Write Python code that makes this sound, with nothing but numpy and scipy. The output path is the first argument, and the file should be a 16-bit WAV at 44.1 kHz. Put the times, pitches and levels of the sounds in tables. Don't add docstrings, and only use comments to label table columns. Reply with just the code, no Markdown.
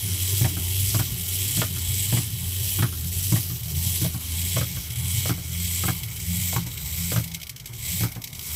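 import sys
import numpy as np
from scipy import signal
from scipy.fft import rfft, irfft
from scipy.io import wavfile
from scipy.ndimage import uniform_filter1d

SR = 44100
rng = np.random.default_rng(int(sys.argv[2]) if len(sys.argv) > 2 else 0)


def wav_out(sig):
    wavfile.write(sys.argv[1], SR, np.round(np.clip(np.atleast_2d(sig).T, -1, 1) * 32767).astype(np.int16))


def boost_factor(decibels):
    exponent = np.asarray(decibels, float) / 20
    return 10 ** exponent


N = 377055

# landing_s, top_speed_hz, rattle_db, hum_db, hum_lead_s (how long before landing the hum peaks)
STRIDES = [(0.44, 99.4, -32.5, -26, .1), (0.99, 102, -32.5, -25.5, .2), (1.62, 103, -31.5, -28.5, .25),
           (2.17, 98.4, -32, -27, .25), (2.83, 96.1, -33.5, -29, .25), (3.38, 96.4, -33.5, -27.5, .25),
           (4.05, 90.1, -32.5, -28, .25), (4.6, 90, -33, -29, .25), (5.29, 92.2, -33.5, -27.5, .2),
           (5.88, 90.7, -33, -27, .24), (6.57, 91, -33.3, -28, .24), (7.17, 87, -34.5, -32, .15),
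           (8.03, 88.5, -33.5, -35, .1), (8.7, 88, -35, -33, .1)]
# slowest_s, speed_hz, rattle_db, hum_db
SLUMPS = [(-0.03, 79, -37, -40), (0.56, 84.8, -37.5, -33.5), (1.16, 84, -38.5, -41), (1.72, 84, -38, -35),
          (2.34, 83.2, -40, -38), (2.96, 80.4, -41, -36), (3.6, 78.5, -41.5, -39), (4.19, 79, -41, -39),
          (4.92, 79.2, -42, -43), (5.43, 81, -43, -40), (6.1, 77, -43, -50), (6.73, 77.4, -42.5, -47),
          (7.38, 82.8, -52, -48), (7.53, 68, -62, -68), (7.76, 64, -46.5, -60), (8.19, 63.8, -54, -70),
          (8.31, 66, -51, -62), (8.38, 69, -45, -56), (8.45, 73, -40.5, -48)]
# time_s, leg_strips_db, second_order_db, side_plates_db, low_hiss_db
HEADING = [(0.0, -47, -38, 0.0, 3.0), (0.8, -48, -40, 0.0, .5), (2.0, -47, -40, 1.5, 1.5),
           (2.9, -53, -41, -1.5, 0.0), (4.0, -48, -37, -.7, 1.0), (4.6, -43, -39, 1.0, -.5),
           (6.3, -42, -30.5, 2.5, -1.0), (7.2, -43, -33, 1.2, -2.0), (8.55, -41, -36, 0.0, -1.0)]
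# start_s, peak_db
SLIPS = [(3.043, -22), (3.1236, -20), (3.6321, -20), (3.6896, -28), (3.75, -19), (4.2044, -24),
         (4.4514, -20), (4.9032, -17), (4.9595, -20), (6.0327, -15.5), (6.0839, -25), (6.1619, -21),
         (6.2005, -17), (6.6653, -21), (6.7156, -19), (6.774, -15.5), (6.8576, -19.5)]
# start_s, peak_db, brightness_db
TICKS = [(7.2401, -16.5, -0.5), (7.2774, -22, -1), (7.3152, -17.5, -8), (7.3382, -23, -1),
         (7.3464, -12.5, -4), (7.4004, -23, -6), (7.4147, -21.5, -4), (7.431, -16.5, -8), (7.4684, -23, -3),
         (7.4944, -14, -5), (7.5617, -21, -4), (7.5794, -30, -3), (7.5981, -19.5, -7), (7.643, -31, -8),
         (7.6573, -16.5, -3), (7.6714, -22, -4), (7.7336, -23, -3), (8.1184, -21, -2), (8.1514, -21.5, -4),
         (8.2174, -22, -2), (8.2402, -13, -3), (8.2737, -20, -5), (8.3295, -22, -4), (8.3499, -21, -4),
         (8.393, -20, -1), (8.412, -23, -3), (8.428, -24, -3)]
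FULL_RATTLE_DB = -33


def rms_one(x):
    return x / np.sqrt(np.mean(x ** 2) + 1e-20)


def in_time(rows):
    s, *columns = np.transpose(rows)
    return [np.interp(np.arange(N) / SR, s, column) for column in columns]


def drift(rate):
    step = 40
    r = np.exp(-2 * np.pi * rate * step / SR)
    noise = rng.standard_normal(N // step + 2002)
    slow = signal.lfilter([1], [1, -2 * r, r * r], noise)[2000:]
    return np.interp(np.arange(N) / step, np.arange(len(slow)), rms_one(slow))


def band(x, low_hz, high_hz):
    return signal.sosfilt(signal.butter(2, [low_hz, high_hz], "band", fs=SR, output="sos"), x)


def colour(sources, spectrum, patchy_db, rate):
    hz, level_db = np.transpose(spectrum)
    edges = hz[0] * 2 ** np.arange(0, np.log2(hz[-1] / hz[0]) + .3, 1 / 3)
    out = 0
    for k, (low, high) in enumerate(zip(edges, edges[1:])):
        mid_db = np.interp(np.log(low * high) / 2, np.log(hz), level_db)
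        flicker = boost_factor(mid_db + patchy_db * drift(rate))
        out = out + flicker * band(sources[k % 2], low, high)
    return out


def resonance(x, hz, width):
    r = np.exp(-np.pi * width / SR)
    gain = (1 - r * r) / 2
    return signal.lfilter(np.array([1, 0, -1]) * gain, [1, -2 * r * np.cos(2 * np.pi * hz / SR), r * r], x)


def bursts(times, peaks, rises, lengths):
    out = np.zeros(N)
    for s, peak, rise, length in np.broadcast(times, peaks, rises, lengths):
        start = round(s * SR)
        t = np.arange(min(N - start, round(SR * length))) / SR
        swell = (1 - np.exp(-t / rise)) ** 2
        out[start:start + len(t)] += peak * swell * boost_factor(-60 * t / length)
    return out


def grains(per_s, spread_db):
    sizes = boost_factor(spread_db * np.minimum(rng.exponential(1, (2, N)), 4))
    sizes = sizes * rng.choice([-1, 1], (2, N))
    return rms_one(sizes * (rng.random((2, N)) < per_s / SR))


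def joined(*envelopes, room_db):
    power = sum(e ** 2 for e in envelopes)
    r = boost_factor(-120 / (0.19 * SR))
    linger = signal.lfilter([1 - r], [1, -r], power)
    return np.sqrt(power + boost_factor(room_db) ** 2 * linger)


def cycle(*knots, early_s=0):
    s, value = np.concatenate(knots, axis=1)
    order = np.argsort(s)
    return np.interp(np.arange(N) / SR + early_s, s[order], value[order])


def effort(early_s=0):
    landing_drop_db = [6.3, 3.2]
    full_early_s, drop_s, weaker_spring_db_per_s = .135, .07, .6
    land, _, top_db, _, _ = np.transpose(STRIDES)
    slump, _, low_db, _ = np.transpose(SLUMPS)
    dropped = top_db - np.resize(landing_drop_db, len(land)) - weaker_spring_db_per_s * land
    next_low_db = low_db[np.searchsorted(slump, land[:-1])]
    dropped = np.maximum(dropped[:-1], next_low_db)
    rattle_db = cycle((slump, low_db), (land - full_early_s, top_db), (land, top_db),
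                      (land[:-1] + drop_s, dropped), early_s=early_s)
    return rattle_db - FULL_RATTLE_DB


def motor():
    top_early_s, landing_loss_hz, hum_sag_db_per_s = .06, 3.0, 22
    land, top_hz, _, top_db, lead = np.transpose(STRIDES)
    slump, low_hz, _, low_db = np.transpose(SLUMPS)
    hz = cycle((slump, low_hz), (land - top_early_s, top_hz), (land, top_hz - landing_loss_hz))
    hum_db = cycle((slump, low_db), (land - lead, top_db), (land, top_db - hum_sag_db_per_s * lead))
    favour = 1 / (1 + ((hz - 85.4) / 3.3) ** 2)
    detuned_db = 21 * (1 - favour)
    return hz, hum_db, in_time(HEADING)[1] - detuned_db + .15 * effort()


def governor():
    hz, hum_db, second_db = motor()
    turn = 2 * np.pi * np.cumsum(hz * (1 + .013 * drift(10.2))) / SR
    hum = boost_factor(hum_db + 2.0 * drift(17)) * np.sin(turn)
    hum = hum + boost_factor(second_db + 2.86 * drift(15.5)) * np.sin(2 * turn + 0.87)
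    return np.sqrt(2) * hum, turn


def strips(contacts):
    # pitch_hz, width_hz, level_db
    strip_tones = [(3080, 160, 6.5), (3300, 150, 5.5), (3860, 250, -1), (5820, 1400, -1), (7970, 500, -2),
                   (9760, 1500, 1), (13650, 3600, -1.5)]
    # pitch_hz, level_db (per Hz)
    rattle_spectrum = [(1600, -32), (2200, -0.5), (2700, -5), (4400, -1.5), (6600, -4), (8300, -5),
                       (9000, -4.5), (11800, -0.5), (15000, -3)]
    # edge_hz, blend_hz
    splits = [(1500, 300), (1950, 150), (2450, 250), (6950, 900), (8600, 30), (11300, 60), (15200, 120),
              (15750, 30)]
    # time_s, level_db
    flank = [(0.0, 1.0), (2.6, 1.0), (3.0, -4.0), (4.15, -4.0), (4.4, 1.5), (5.9, 1.0), (6.3, -2.0),
             (8.55, -5.0)]
    body = colour(contacts, rattle_spectrum, patchy_db=1.06, rate=24)
    whole = body + boost_factor(1.5) * resonance(body, 2227, 120)
    flank_db = in_time(flank)[0]
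    for hz, width, level_db in strip_tones:
        shifting_db = level_db + 2.2 * drift(2.8) + (width < 200) * flank_db
        whole = whole + boost_factor(shifting_db) * resonance(body, hz, width)
    spectrum = rfft(whole)
    hz = np.arange(len(spectrum)) * SR / N
    above = [np.clip((hz - edge) / blend + .5, 0, 1) for edge, blend in splits]
    return [rms_one(irfft(spectrum * (low - high), N)) for low, high in zip(above, above[1:])]


def gear_levels():
    legs_db, _, plates_db, _ = in_time(HEADING)
    return (FULL_RATTLE_DB + effort(),
            legs_db + .85 * effort(),
            FULL_RATTLE_DB - .6 + plates_db + 1.3 * effort(early_s=.025),
            FULL_RATTLE_DB + 2.7 + .98 * effort(early_s=.005))


def catching():
    catch_s, hush_db = .013, 4.5
    marks, width = np.zeros(N), round(catch_s * SR)
    marks[[round((slip[0] - catch_s) * SR) for slip in SLIPS + TICKS]] = width
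    smooth = uniform_filter1d(uniform_filter1d(marks, width), width)
    return -hush_db * np.minimum(width * smooth / width, 1)


def gears(turn):
    meshing_db = catching() - 1.5 + 0.91 * np.sin(turn) + 0.58 * drift(37) + 0.59 * drift(86)
    rattle, legs, plates, hiss = (boost_factor(level_db + meshing_db) for level_db in gear_levels())
    s, peak_db, bright_db = np.transpose([(*slip, -4) for slip in SLIPS] + TICKS)
    s = s - .0015
    dull = bursts(s, boost_factor(peak_db - 8), 0.002, 0.032)
    bright = bursts(s, boost_factor(peak_db + bright_db - 9), 0.0014, 0.04)
    foot_s, _, _, clank_db, _, _ = footfalls()
    clank = bursts(foot_s, boost_factor(clank_db - 8.5), 0.0028, 0.072)
    low = joined(rattle, dull, clank, room_db=-8.5)
    high = joined(hiss, bright, 0.72 * clank, room_db=-8.5)
    low_hiss_db = in_time(HEADING)[3] + 1.2 * drift(3.6)
    envelopes = [
        boost_factor(-21.5) * low,
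        joined(legs, 0.32 * dull, 0.56 * clank, room_db=-4),
        low,
        joined(plates, 0.58 * bright, 0.65 * clank, room_db=-7),
        boost_factor(-4.5 + low_hiss_db) * high,
        boost_factor(-0.5) * high,
        boost_factor(-22) * high]
    ringing = strips(grains(per_s=9000, spread_db=3.5))
    return sum(envelope * sound for envelope, sound in zip(envelopes, ringing))


def shake():
    upper_db = -44 - 1.9 * np.arange(N) / SR + .3 * effort()
    return -38 + .42 * effort(), upper_db, -55.5 + .22 * effort()


def background():
    # pitch_hz, level_db (per Hz)
    rumble_spectrum = [(13, -55), (22, -20), (55, 0.5), (102, -3.5), (158, -2.5), (187, -19.5), (230, -19),
                       (300, -42), (510, -120)]
    # pitch_hz, level_db (per Hz)
    murmur_spectrum = [(120, -42), (200, 0), (227, -8.5), (514, -17), (756, -13.5), (1560, -17.5),
                       (2000, -21), (2600, -59), (4400, -120)]
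    rumble_db, upper_db, murmur_db = shake()
    white = rng.standard_normal((2, N))
    rumble = colour(white, rumble_spectrum, patchy_db=4.5, rate=5.1)
    rumble = rms_one(rumble + 2.8 * resonance(rumble, 114, 25))
    upper = 0
    for hz in [245, 300, 365]:
        mode = resonance(resonance(white[0], hz, 55), hz, 55)
        upper = upper + boost_factor(3 * drift(6)) * mode
    murmur = rms_one(colour(white, murmur_spectrum, patchy_db=2.5, rate=5.3))
    return boost_factor(rumble_db + 4) * rumble + boost_factor(upper_db - 2.0) * rms_one(upper) + boost_factor(murmur_db + 4.5) * murmur


def footfalls():
    # start_s, knock_db, thump_db, pitch_hz
    landings = [(0.411, -26.5, -22.5, 708), (0.444, -20, -25, 675), (0.943, -23, -25, 668),
                (0.992, -19.5, -25, 1400), (1.573, -23.5, -22, 660), (1.616, -15, -40, 1220),
                (2.124, -20.5, -19.5, 773), (2.167, -24.5, -22.5, 1900), (2.786, -26, -22.5, 1103),
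                (2.823, -15.5, -22.5, 1274), (3.321, -25, -19.5, 991), (3.358, -25.5, -25, 1878),
                (4.014, -29, -24, 633), (4.044, -31, -26.5, 622), (4.563, -21, -24.5, 596),
                (4.609, -26.5, -27.5, 1285), (5.254, -28.5, -35, 670), (5.292, -20, -20.5, 1270),
                (5.835, -20.5, -25.5, 1288), (5.88, -18, -24.5, 716), (6.526, -27, -45, 1035),
                (6.56, -23.5, -26.5, 978), (7.116, -17.5, -31, 539), (7.16, -18, -21, 1240),
                (8.005, -25.5, -28, 743), (8.033, -21.5, -22, 1267)]
    # start_s, knock_db, thump_db, pitch_hz
    heels = [(0.567, -31.5, -32, 1410), (1.759, -37, -30, 1380), (2.925, -38, -41, 1380),
             (3.497, -39, -32, 1900), (4.141, -36, -31, 770), (4.765, -39.5, -37, 1180),
             (5.376, -36, -40, 615), (6.66, -35.5, -33, 990), (8.16, -31.5, -31.5, 751)]
    s, knock_db, thump_db, pitch_hz = np.transpose(landings + heels)
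    clank_db = np.repeat([-24, -36], [len(landings), len(heels)])
    length_s = .066 - .0015 * (knock_db + 24)
    return s, knock_db, thump_db, clank_db, length_s, pitch_hz


def snaps(s, peak_db, pitch_hz):
    out, bounces = np.zeros(N), rng.uniform(0.0039, 0.01, len(s))
    starts = np.round((s + 0.002004) * SR).astype(int)
    for start, peak, hz, bounce in zip(starts, boost_factor(peak_db), pitch_hz, bounces):
        clicks = np.zeros(SR // 20) + 1e-18
        clicks[[0, round(bounce * SR)]] = 1, -.55
        ring = resonance(clicks, hz, 190) + 0.4 * band(clicks, 730, 3600)
        out[start:start + len(ring)] += peak * ring / np.abs(ring).max()
    return out


def board(s, push_db, hz, t60):
    push = np.zeros(N) + 1e-18
    push[np.round(s * SR).astype(int)] = boost_factor(push_db)
    r, w = boost_factor(-60 / (t60 * SR)), 2 * np.pi * hz / SR
    soft_push = resonance(push, hz, 46.4)
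    return signal.lfilter([0, np.sin(w)], [1, -2 * r * np.cos(w), r * r], soft_push)


def feet():
    # pitch_hz, level_db (per Hz)
    knock_spectrum = [(200, -5), (300, 0.5), (450, -8), (620, -0.5), (850, -9.5), (1200, -3), (1700, -10.5),
                      (2400, -17)]
    # pitch_hz, level_db, t60_s (time to fall 60 dB)
    board_modes = [(118.4, 2, 0.074), (123.52, -5, 0.078), (163, -4, 0.065), (244, -13.5, 0.12),
                   (290, -12, .08), (313.3, -12, 0.084), (355, -16.5, 0.069)]
    # start_s, push_db
    rocking = [(1.118, -22), (1.691, -31), (1.771, -31), (2.328, -19.5), (3.53, -24), (4.899, -23),
               (6.03, -28), (6.618, -26), (7.487, -39), (7.849, -47)]
    s, knock_db, thump_db, _, length, pitch_hz = footfalls()
    chatter = grains(per_s=4000, spread_db=2.0)
    wood = rms_one(colour(chatter, knock_spectrum, patchy_db=5.0, rate=14))
    for start, hz in zip(np.round(s * SR).astype(int), pitch_hz):
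        span = slice(start, start + SR // 10)
        wood[span] += boost_factor(-5) * rms_one(resonance(chatter[0, span], hz, 133))
    tail = bursts(s, boost_factor(knock_db - 3.5), 0.0029, np.clip(length, .02, .2))
    out = wood * joined(tail, room_db=-11.5) * boost_factor(2.5 * drift(113.1))
    out += snaps(s, knock_db + 1.0, pitch_hz)
    luck = rng.normal(0, 2.5, (len(s), len(board_modes)))
    for (hz, level_db, t60), luck_db in zip(board_modes, luck.T):
        out += board(s, thump_db + level_db + luck_db + 7, hz, t60)
    rock_s, rock_db = np.transpose(rocking)
    return out + board(rock_s, rock_db + 2.5, 117.7, 0.095)


def room(x):
    dull = signal.lfilter([.4], [1, -.6], x)
    return boost_factor(-8) * sum(np.roll(dull, round(lag_s * SR)) for lag_s in [.0063, .0171])


def scene():
    hum, turn = governor()
    steps = feet()
    return (hum + gears(turn) + background() + steps + room(steps))[None]


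def top_cut(x):
    return signal.sosfilt(signal.butter(12, 16520, fs=SR, output="sos"), x)


def record(dry):
    dry = signal.sosfilt(signal.butter(2, 20, "high", fs=SR, output="sos"), dry)
    dry = signal.sosfilt(signal.ellip(9, .3, 40, 15750, fs=SR, output="sos"), dry)
    return top_cut(dry)


dry = scene()
out = record(dry)
wav_out(out)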